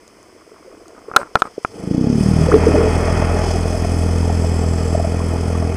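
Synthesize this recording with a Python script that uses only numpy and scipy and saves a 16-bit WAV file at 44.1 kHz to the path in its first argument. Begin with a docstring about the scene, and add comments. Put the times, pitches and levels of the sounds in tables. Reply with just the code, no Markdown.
"""Under water beside a boat, inside a camera housing. Small resonant bubbles lap at the surface, snaps sound,
and rubs and hard knocks excite the damped modes of the housing. Then the engine starts and settles to an idle.
Each early firing puffs exhaust into a gas pocket whose ring sinks as it grows; a harmonic throb follows.
Clouds of bubbles, made of filtered random clicks, gurgle in step; finer clicks through the housing's resonances
make the churned water hiss, and single large bubbles ring with rising pitch."""
import sys
import numpy as np
from scipy import signal
from scipy.fft import rfft, irfft
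from scipy.io import wavfile

SR = 44100
rng = np.random.default_rng(int(sys.argv[2]) if len(sys.argv) > 2 else 0)


def to_wav(s):
    """Save 16-bit WAV."""
    ch = np.atleast_2d(s).T  # columns
    pcm = np.round(np.clip(ch, -1, 1) * 32767)  # PCM
    wavfile.write(sys.argv[1], SR, pcm.astype(np.int16))


N = 254016
TIME = np.arange(N) / SR
BUBBLE_TIME = np.arange(-SR // 30, SR // 20) / SR

# All spectra below are relative: [f/Hz, level/dB]
# Wash of still water; bubbles of the lapping: [f/Hz, level/dB]
STILL_WATER_SPECTRUM = [(25, -4), (55, -11), (85, -6.5), (140, -14.5), (210, -7), (420, -7), (700, -16),
                        (1100, -10.5), (1650, -19), (2100, -14.5), (2500, -19.5), (3000, -32), (9000, -52),
                        (15000, -35)]
LAP_SPECTRUM = [(120, -8), (270, -6.5), (450, 0), (560, -11.5), (660, -6), (850, -21.5), (1400, -8.5),
                (2500, -29)]
# Snaps in the water: [t/s, level/dB before the band-pass]
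SNAPS = [(.078, -27.5), (.229, -34), (.283, -42), (.881, -28.5), (.991, -39)]
# Rubbing on the housing: [start t/s, length/s, rustle level/dB, scratch level/dB]
RUBS = [(0.949, 0.045, -43, -72), (1.081, 0.042, -40.5, -72), (1.138, 0.021, -33, -73),
        (1.163, 0.07, -27, -45.5), (1.245, 0.036, -42, -64), (1.357, 0.022, -27, -53),
        (1.386, 0.024, -40.5, -42.5), (1.435, 0.047, -33.5, -53)]
# Dull and scratchy parts of the rubbing: [f/Hz, level/dB]
RUSTLE_SPECTRUM = [(90, -18), (200, -3), (450, 1.5), (800, -1), (1050, 2), (1370, 6), (1700, -12),
                   (2500, -15), (3500, -44)]
SCRATCH_SPECTRUM = [(2500, -4), (3800, -5), (5200, 1), (7200, -7), (8500, 6), (10000, -12), (15000, -17)]
# Knocks on the housing: [t/s, level/dB added to the modes, ring f/Hz, contact cut-off f/Hz]
KNOCKS = [(1.1146, -21, 1260, 1700), (1.1378, -22.5, 1370, 2190), (1.163, 19, 1355, 7500),
          (1.1693, -4, 1480, 2320), (1.2149, -18.5, 1390, 2100), (1.231, -20, 1370, 2000),
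          (1.3546, -1.5, 1045, 4100), (1.356, 3, 1350, 2900), (1.4203, 2, 1323, 3580),
          (1.4548, -24, 1250, 2200), (1.6485, -6, 1316, 2440)]
# Modes of the housing: [multiple of the ring f, mean level/dB, t60/s]
HOUSING_MODES = [(.33, -16.5, 0.0203), (.6, -9, 0.016), (.8, -8.5, 0.018), (0.998, 4, 0.015),
                 (1.24, -20, 0.026), (1.55, -12.5, 0.0071), (1.8, -10, .009), (3.8, -3, 0.0041)]
# Treble resonances of the housing: [f/Hz, half the bandwidth of each of two filters/Hz, level/dB]
LOWER_MODES = [(2500, 140, -1), (3015, 143, 0), (3324, 190, -2.5), (4584, 430, -3.5), (5138, 290, 6),
               (5160, 410, -11), (6054, 270, 1.5), (6616, 200, -1)]
UPPER_MODES = [(7720, 300, 4), (8400, 360, 3), (9160, 310, 2.5), (9850, 270, -2.5), (10260, 320, -2),
               (11000, 390, -9.5), (12230, 1400, -15), (13400, 700, -24), (14700, 700, -20)]
# Single large bubbles: [t/s at the loudest, level/dB, f/Hz at the loudest, swell/s]
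LARGE_BUBBLES = [(.683, -31.5, 515, .006), (1.087, -21, 442, 0.0029), (1.195, -22.5, 560, 0.01),
                 (1.582, -10.5, 427, 0.0018), (1.946, -20, 613, .0017), (2.49, -10.5, 504.5, 0.0063),
                 (2.546, -6.5, 421, 0.008), (2.671, -5.5, 450, .003), (2.745, -9, 273, 0.011),
                 (2.755, -9, 599, 0.0066), (2.817, -6.5, 432, .004), (2.881, -9.5, 440, .012),
                 (3.315, -15.5, 606, 0.0035), (3.51, -14, 794, .0012), (3.558, -17, 679, 0.0041),
                 (3.657, -16.5, 657, 0.0047), (3.751, -14.5, 653, .006), (3.85, -15.5, 674, .004),
                 (4.301, -14, 710, 0.0029), (4.446, -18.5, 628, 0.006), (4.953, -7, 642, 0.0036),
                 (5.001, -10, 670, .0034), (5.051, -9.5, 648, .0044), (5.145, -16.5, 665, 0.0024),
                 (5.205, -20, 1050, 0.0021), (5.504, -18.5, 624, 0.0041)]
# Engine speed: [t/s, firing rate/Hz]
ENGINE_SPEED = [(1.72, 23.74), (1.9, 27.25), (2.05, 33.94), (2.2, 37.8), (2.4, 40.24), (2.7, 40.39),
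                (3.1, 41.3), (3.5, 41.58), (3.8, 41.93), (4.3, 41.71), (4.8, 41.25), (5.1, 41.78),
                (5.76, 41.48)]
# Large, medium and small bubbles of the exhaust, and its low rumble: [f/Hz, level/dB]
LARGE_SPECTRUM = [(170, -8.5), (270, -5.5), (350, -3.5), (410, 0.5), (460, 2.5), (510, -6.5), (570, -14.5)]
MEDIUM_SPECTRUM = [(500, -18.5), (600, 3), (675, 1.5), (740, -4), (850, -2.5), (1000, -17.5), (1300, -17)]
SMALL_SPECTRUM = [(600, 3), (880, 0.5), (1080, 1.5), (1220, 2.5), (1380, 1.5), (1620, -6.5), (1850, -0.5),
                  (2000, -5), (2170, -2.5), (2320, -8.5), (2520, -0.5), (2800, -20), (3300, -9.5),
                  (3800, -50)]
RUMBLE_SPECTRUM = [(25, -30), (50, -9), (75, -2), (105, 2), (150, -6), (230, -13), (320, -18)]
# Burps of gas at the top of the surge: [middle t/s, length/s, level/dB]
BURPS = [(2.55, 0.056, -10), (2.679, 0.045, -13), (2.786, 0.21, -17)]
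# Idle throb: [t/s, level/dB before trim and drift]
THROB_LEVEL = [(2.45, -20), (2.72, -17.5), (3.67, -19.5), (3.77, -21), (4.06, -16), (5.11, -18.5),
               (5.14, -20), (5.69, -18.5), (5.72, -21.5)]
# Harmonics of one pressure pulse: [multiple of the firing rate, relative level/dB]
THROB_ORDERS = [(2, 0.5), (3, -13.5), (4, -10), (5, -11.5), (6, -14), (7, -17), (8, -36), (9, -26.5),
                (10, -26), (11, -22.5), (12, -22)]
# Modes of the gas pocket:
# [multiple of its f, mean level/dB, t60/s, full strength t/s, rise/(dB/s), hold/s, fall/(dB/s)]
POCKET_MODES = [(0.653, -20.5, 0.13, 1.83, 200, .65, 80), (0.998, -12.5, 0.17, 2.01, 74, .42, 90),
                (1.194, -17, 0.14, 1.92, 280, .09, 67), (1.7, -23, .08, 2, 70, .15, 23)]

# Exhaust flow: it builds up to a surge, holds, settles to the idle and then fades slowly
SURGE_S, SURGE_RISE_DB_PER_S, SURGE_HOLD_S = 2.614, 23, 0.62
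SETTLE_S, IDLE_DROP_DB, IDLE_FADE_DB_PER_S = 0.48, 6.5, .8
# A small bubble chirps sharply upwards as the pocket breaks
CHIRP_S, CHIRP_DB, CHIRP_HZ = 2.5185, -9, 1190
CHIRP_SWELL_S, CHIRP_DECAY_S, CHIRP_OCT_PER_S = 0.0024, 0.0047, 85
# The lower hiss swells once, briefly; later a narrow band sings out
HISS_SWELL_S, HISS_SWELL_LENGTH_S, HISS_SWELL_DB = 3.48, 0.13, 4.5
SING_S, SING_LENGTH_S, SING_DB = 4.7, 1, -44.5
SING_HZ, SING_FILTER_WIDTH_HZ = 7660, 560
# The ring has this pitch when the engine catches, and sinks as the pocket grows
CATCH_AT_S, RING_HZ, RING_SAG_HZ_PER_S = 1.9, 279.3, 234
CUTOFF_HZ = 15500


def from_db(db):
    """Level to amplitude: 20 dB is a factor of ten."""
    return 10 ** (np.asarray(db) / 20)


def rms_one(x):
    """Normalisation to unit root-mean-square amplitude."""
    return x / np.sqrt(np.mean(x ** 2) + 1e-20)


def in_time(rows):
    """Linear interpolation of a table's columns at every sample."""
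    s, *columns = np.transpose(rows)
    return [np.interp(TIME, s, column) for column in columns]


def coloured(x, spectrum):
    """Spectral shaping: weights frequencies on a logarithmic axis, then sets rms 1."""
    hz, db = np.transpose(spectrum)
    bins = np.arange(1, N // 2 + 2) * SR / N
    gain_db = np.interp(np.log(bins), np.log(hz), db, left=-80, right=-80)
    return rms_one(irfft(rfft(x) * from_db(gain_db), N))


def drift(rate):
    """Slow random fluctuation: noise knots at this rate per second joined by lines; rms 1."""
    knots = rng.standard_normal(int(N / SR * rate) + 2)
    return rms_one(np.interp(TIME * rate, np.arange(len(knots)), knots))


def white_noise():
    """Noise with equal mean power at all frequencies."""
    return rng.standard_normal(N)


def resonance(x, hz, width_hz):
    """Damped resonance: a two-pole band-pass of about unit peak gain."""
    r = np.exp(-np.pi * width_hz / SR)
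    feedback = [1, -2 * r * np.cos(2 * np.pi * hz / SR), r * r]
    return signal.lfilter(np.array([1, 0, -1]) * (1 - r * r) / 2, feedback, x)


def double_resonance(x, hz, width_hz):
    """Two equal resonances in series, giving steeper skirts."""
    return resonance(resonance(x, hz, width_hz), hz, width_hz)


def through_modes(x, modes):
    """Modal filtering: parallel resonances, fed at staggered delays; rms 1."""
    total = np.zeros(N)
    for k, (hz, width, db) in enumerate(modes):
        delayed = np.roll(x, k * SR // 7)
        total += from_db(db) * double_resonance(delayed, hz, 2 * width)
    return rms_one(total)


def grains(per_s, spread_db):
    """Shot noise: random clicks of uneven size and either sign; rms 1."""
    sizes = from_db(spread_db * np.minimum(rng.exponential(1, N), 4))
    signed = sizes * rng.choice([-1, 1], N)
    return rms_one(signed * (rng.random(N) < per_s / SR))


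def add(out, sound, s):
    """Superposition: adds a sound in place, starting at time s."""
    i = max(int(s * SR), 0)
    out[i:i + len(sound)] += sound[:max(N - i, 0)]


def envelope(full_s, rise_db_per_s, hold_s, fall_db_per_s):
    """Exponential growth, hold and decay, in dB below the top."""
    rise = rise_db_per_s * np.maximum(full_s - TIME, 0)
    fall = fall_db_per_s * np.maximum(TIME - full_s - hold_s, 0)
    return -rise - fall


def bump(s, length):
    """Gaussian swell of height 1 about time s; its length lies between the 1/e points."""
    return np.exp(-(2 * (TIME - s) / length) ** 2)


def calm_water(floor_db=-51, lower_db=-58, upper_db=-63):
    """Broadband background: a soft wash, and a faint hiss filtered by the housing's modes."""
    wash = from_db(floor_db) * coloured(white_noise(), STILL_WATER_SPECTRUM)
    white = white_noise()
    lower = from_db(lower_db) * through_modes(white, LOWER_MODES)
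    upper = from_db(upper_db) * through_modes(white, UPPER_MODES)
    return wash + lower + upper


def lapping(level_db=-44, waver_db=0.5, per_s=200, spread_db=1.5, cycles=7, count=14):
    """Bubble resonance: ripples fold in small bubbles that ring for a few cycles; the lapping builds and ebbs."""
    drops = sum(resonance(grains(per_s / count, spread_db), hz, hz / cycles)
                for hz in np.geomspace(280, 1100, count))
    swell_db = envelope(full_s=.62, rise_db_per_s=15, hold_s=0.5, fall_db_per_s=7)
    swell_db = swell_db + waver_db * drift(11.8)
    return from_db(level_db + swell_db) * coloured(drops, LAP_SPECTRUM)


def ticks():
    """Impulsive sources: exponentially decaying noise snaps, band-passed to sound bright."""
    out, t = np.zeros(N), np.arange(SR // 100) / SR
    for s, db in SNAPS:
        add(out, from_db(db) * np.exp(-t / 0.0015) * rng.standard_normal(len(t)), s)
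    return double_resonance(out, 6400, 3500)


def rubs():
    """Stick-slip friction on the housing: dense clicks form a dull rustle and a scratchy top."""
    rustle = coloured(grains(1200, 3.8), RUSTLE_SPECTRUM)
    scratch = coloured(grains(8000, 2.5), SCRATCH_SPECTRUM)
    out = np.zeros(N)
    for s, length, db, scratch_db in RUBS:
        stroke = np.exp(-(2 * (TIME - s) / length - 1) ** 4)
        out += stroke * (from_db(db) * rustle + from_db(scratch_db) * scratch)
    return out


def knocks():
    """Modal impact: blows ring the water-damped housing, and a soft contact low-passes the attack."""
    out, t = np.zeros(N), np.arange(SR // 10) / SR
    for s, db, hz, contact_hz in KNOCKS:
        ring = np.zeros(len(t))
        for ratio, mode_db, t60 in HOUSING_MODES:
            decay = from_db(mode_db + rng.standard_normal() - 60 * t / t60)
            ring += decay * np.sin(2 * np.pi * hz * ratio * t)
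        contact = signal.butter(6, min(contact_hz, SR / 3), fs=SR, output="sos")
        add(out, from_db(db) * signal.sosfilt(contact, ring), s)
    return out


def crank():
    """Phase is integrated speed: firings counted from the first, which fall on whole numbers."""
    turns = np.cumsum(in_time(ENGINE_SPEED)[0]) / SR
    return turns - np.interp(1.759, TIME, turns)  # first firing, s


def firings(turns):
    """Phase crossings: sample numbers at which the count passes a whole number."""
    return np.flatnonzero((np.diff(np.floor(turns)) > 0) & (turns[1:] >= 0))


def exhaust_flow():
    """Source strength: flow of gas in dB below the top of the surge."""
    settled = np.clip((TIME - SURGE_S - SURGE_HOLD_S) / SETTLE_S, 0, 1)
    surge = envelope(SURGE_S, SURGE_RISE_DB_PER_S, SURGE_HOLD_S, IDLE_FADE_DB_PER_S)
    return surge - IDLE_DROP_DB * settled


def bubble(db, hz, swell_s, decay_s, rise_oct_per_s):
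    """Volume resonance: a bubble pinches off and rings with rising pitch, loudest near time zero."""
    t = BUBBLE_TIME
    shape = np.where(t < 0, np.exp(-(t / swell_s) ** 2), np.exp(-np.abs(t) / decay_s))
    pitch = hz * 2 ** np.clip(rise_oct_per_s * t, -1, 1)
    cycles = np.cumsum(pitch) / SR + rng.random()
    return from_db(db) * shape * np.sin(2 * np.pi * cycles)


def gulps(turns, flow_db, tail=0.96, rise_oct_per_s=0.78, chance=.35, stray_db=-21, stray_follows=0.57,
          stray_hz=650, spread_db=1.5, spread_oct=.35, stray_swell_s=.0035):
    """Single-bubble resonance: large bubbles, a chirp, and stray bubbles shed by chance firings
    once the surge has reached its top."""
    out, shed = np.zeros(N), firings(turns)
    lucks, variations = rng.random(len(shed)), rng.standard_normal((len(shed), 2))
    strays = []
    for i, luck, (loud, high) in zip(shed, lucks, variations):
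        if luck < chance and TIME[i] > SURGE_S:
            db = stray_db + stray_follows * flow_db[i] + spread_db * loud
            strays.append((TIME[i], db, stray_hz * 2 ** (spread_oct * high), stray_swell_s))
    for s, db, hz, swell_s in list(LARGE_BUBBLES) + strays:
        add(out, bubble(db, hz, swell_s, tail * swell_s, rise_oct_per_s), s + BUBBLE_TIME[0])
    chirp = bubble(CHIRP_DB, CHIRP_HZ, CHIRP_SWELL_S, CHIRP_DECAY_S, CHIRP_OCT_PER_S)
    add(out, chirp, CHIRP_S + BUBBLE_TIME[0])
    return out


def churn(turns, lower_db=-37.5, upper_db=-43, onset_speed=36.1, onset_width=1.0, slow_drop_db=10,
          slow_beat_db=1.5, beat_db=1.7, flutter_db=0.8, surge_db=0.7):
    """Dense shot noise: the finest bubbles crackle into a hiss that pulses with the engine.
    Below the onset speed (firings/s) it comes in dull spurts; above, it smooths out and its top opens up."""
    too_slow = (1 - np.tanh((in_time(ENGINE_SPEED)[0] - onset_speed) / onset_width)) / 2
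    lower = lower_db + envelope(full_s=2.26, rise_db_per_s=27.5, hold_s=0.88, fall_db_per_s=2.0)
    lower = lower + HISS_SWELL_DB * bump(HISS_SWELL_S, HISS_SWELL_LENGTH_S)
    upper = upper_db + envelope(full_s=1.8, rise_db_per_s=60, hold_s=2.1, fall_db_per_s=2.0)
    upper = upper - slow_drop_db * too_slow + surge_db * drift(35)
    hiss = from_db(lower) * through_modes(grains(14000, 4.4), LOWER_MODES)
    hiss += from_db(upper) * through_modes(grains(9000, 7.3), UPPER_MODES)
    singing = rms_one(double_resonance(white_noise(), SING_HZ, SING_FILTER_WIDTH_HZ))
    hiss += from_db(SING_DB) * bump(SING_S, SING_LENGTH_S) * singing
    pulse_db = (beat_db + slow_beat_db * too_slow) * np.cos(2 * np.pi * turns)
    return hiss * from_db(pulse_db + flutter_db * drift(70))


def exhaust_cloud(turns, flow_db, large_db=-23.5, medium_db=-26, small_db=-28.0, rumble_db=-25,
                  large_follows=0.68, medium_follows=0.9, small_follows=1.03, rumble_follows=0.96,
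                  beat_db=-0.5, medium_beat_db=1.0, small_beat_db=0.5, uneven_db=2.0, lead=0.038):
    """Modulated shot noise: bubbles of three size ranges follow the flow over a low rumble.
    The beat leads the firing slightly, weakening large bubbles and lifting the rest; firings shed unevenly."""
    beat = np.cos(2 * np.pi * (turns + lead))
    firing = np.round(turns - np.floor(turns[0])).astype(int)
    luck = np.clip(rng.standard_normal(firing[-1] + 1), -2, 2)
    shed = uneven_db * luck[firing] * (1 + beat) / 2
    burps = sum(from_db(db) * bump(s, length) for s, length, db in BURPS)

    large = coloured(grains(1500, 2.3) * from_db(beat_db * beat + shed), LARGE_SPECTRUM)
    medium = coloured(grains(1500, 3.3) * from_db(medium_beat_db * beat + shed), MEDIUM_SPECTRUM)
    small = coloured(grains(4000, 2.35) * from_db(small_beat_db * beat + shed / 2), SMALL_SPECTRUM)
    rumble = coloured(white_noise(), RUMBLE_SPECTRUM)
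    cloud = large * np.hypot(from_db(large_db + large_follows * flow_db), burps)
    cloud += medium * from_db(medium_db + medium_follows * flow_db)
    cloud += small * from_db(small_db + small_follows * flow_db)
    cloud += rumble * from_db(rumble_db + rumble_follows * flow_db)
    return np.interp(TIME, [1.66, 1.78], [0, 1]) * cloud


def throb(turns, level_db=-.5, first_db=-25.0, uneven_db=.5, upper_uneven_db=1.1):
    """Fourier synthesis of the idle's pressure pulses; the first order swells and fades on its own."""
    angle = 2 * np.pi * (turns + .003 * drift(40))
    sharpness = from_db(upper_uneven_db * drift(40))
    wave = np.zeros(N)
    for order, db in THROB_ORDERS:
        harmonic = from_db(db) * np.cos(round(order) * angle)
        wave += harmonic * (sharpness if order > 2.5 else 1)
    first_level = first_db + envelope(full_s=3.0, rise_db_per_s=7, hold_s=.35, fall_db_per_s=3.6)
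    first = np.cos(angle) * from_db(first_level)
    wave = wave * from_db(in_time(THROB_LEVEL)[0] + level_db + uneven_db * drift(40)) + first
    # sqrt(2) makes each cosine's level an rms level
    return np.sqrt(2) * wave * np.interp(TIME, [2.1, 2.55], [0, 1])


def start_up(turns, hull_hz=445, hull_db=-21, hull_t60=0.16, puff_hz=165, puff_s=0.0034, swell_s=0.0012,
             uneven_db=2.0, puff_uneven_db=1.5, jitter=0.023):
    """Impulse-excited cavity: each puff rings the gas pocket unevenly, and the hull faintly, then all fall away."""
    puff_db = -9.5 + envelope(full_s=1.895, rise_db_per_s=260, hold_s=0.46, fall_db_per_s=131)
    modes = [(ratio, db + envelope(*shape), t60) for ratio, db, t60, *shape in POCKET_MODES]
    out, t = np.zeros(N), np.arange(-SR // 100, SR // 8) / SR
    after = np.maximum(t, 0)
    swell = np.exp(-(np.minimum(t, 0) / swell_s) ** 2)
    puff = np.cos(2 * np.pi * puff_hz * t) * np.exp(-(t / puff_s) ** 2)
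    for i in firings(turns)[:40]:
        pocket_hz = RING_HZ - RING_SAG_HZ_PER_S * (TIME[i] - CATCH_AT_S)
        luck = np.clip(rng.standard_normal((len(modes), 2)), -2, 2)
        ring = np.zeros(len(t))
        for (ratio, db, t60), (detune, loud) in zip(modes, luck):
            mode_hz = ratio * pocket_hz * (1 + jitter * detune)
            decay = from_db(db[i] + uneven_db * loud - 60 * after / t60)
            ring += np.cos(2 * np.pi * mode_hz * t) * decay
        hull_ring = np.cos(2 * np.pi * (hull_hz * t + rng.random()))
        hull = swell * hull_ring * from_db(hull_db - 60 * after / hull_t60)
        strength = from_db(puff_db[i] + puff_uneven_db * rng.standard_normal())
        add(out, swell * ring + strength * (puff + hull), TIME[i] + t[0])
    return signal.sosfilt(signal.butter(1, 22, "high", fs=SR, output="sos"), out)


def scene():
    """Linear superposition of all sources at one microphone."""
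    turns, flow_db = crank(), exhaust_flow()
    water = calm_water() + lapping() + ticks()
    handling = rubs() + knocks()
    bubbles = gulps(turns, flow_db) + churn(turns) + exhaust_cloud(turns, flow_db)
    engine = throb(turns) + start_up(turns)
    return (water + handling + bubbles + engine)[None]


def record(dry):
    """Overload and band limit: peaks are clipped, then a steep low-pass cuts the top."""
    clipped = np.clip(dry, -.97, .97)
    return signal.sosfilt(signal.ellip(10, .1, 80, CUTOFF_HZ, fs=SR, output="sos"), clipped)


dry = scene()
out = record(dry)
to_wav(out)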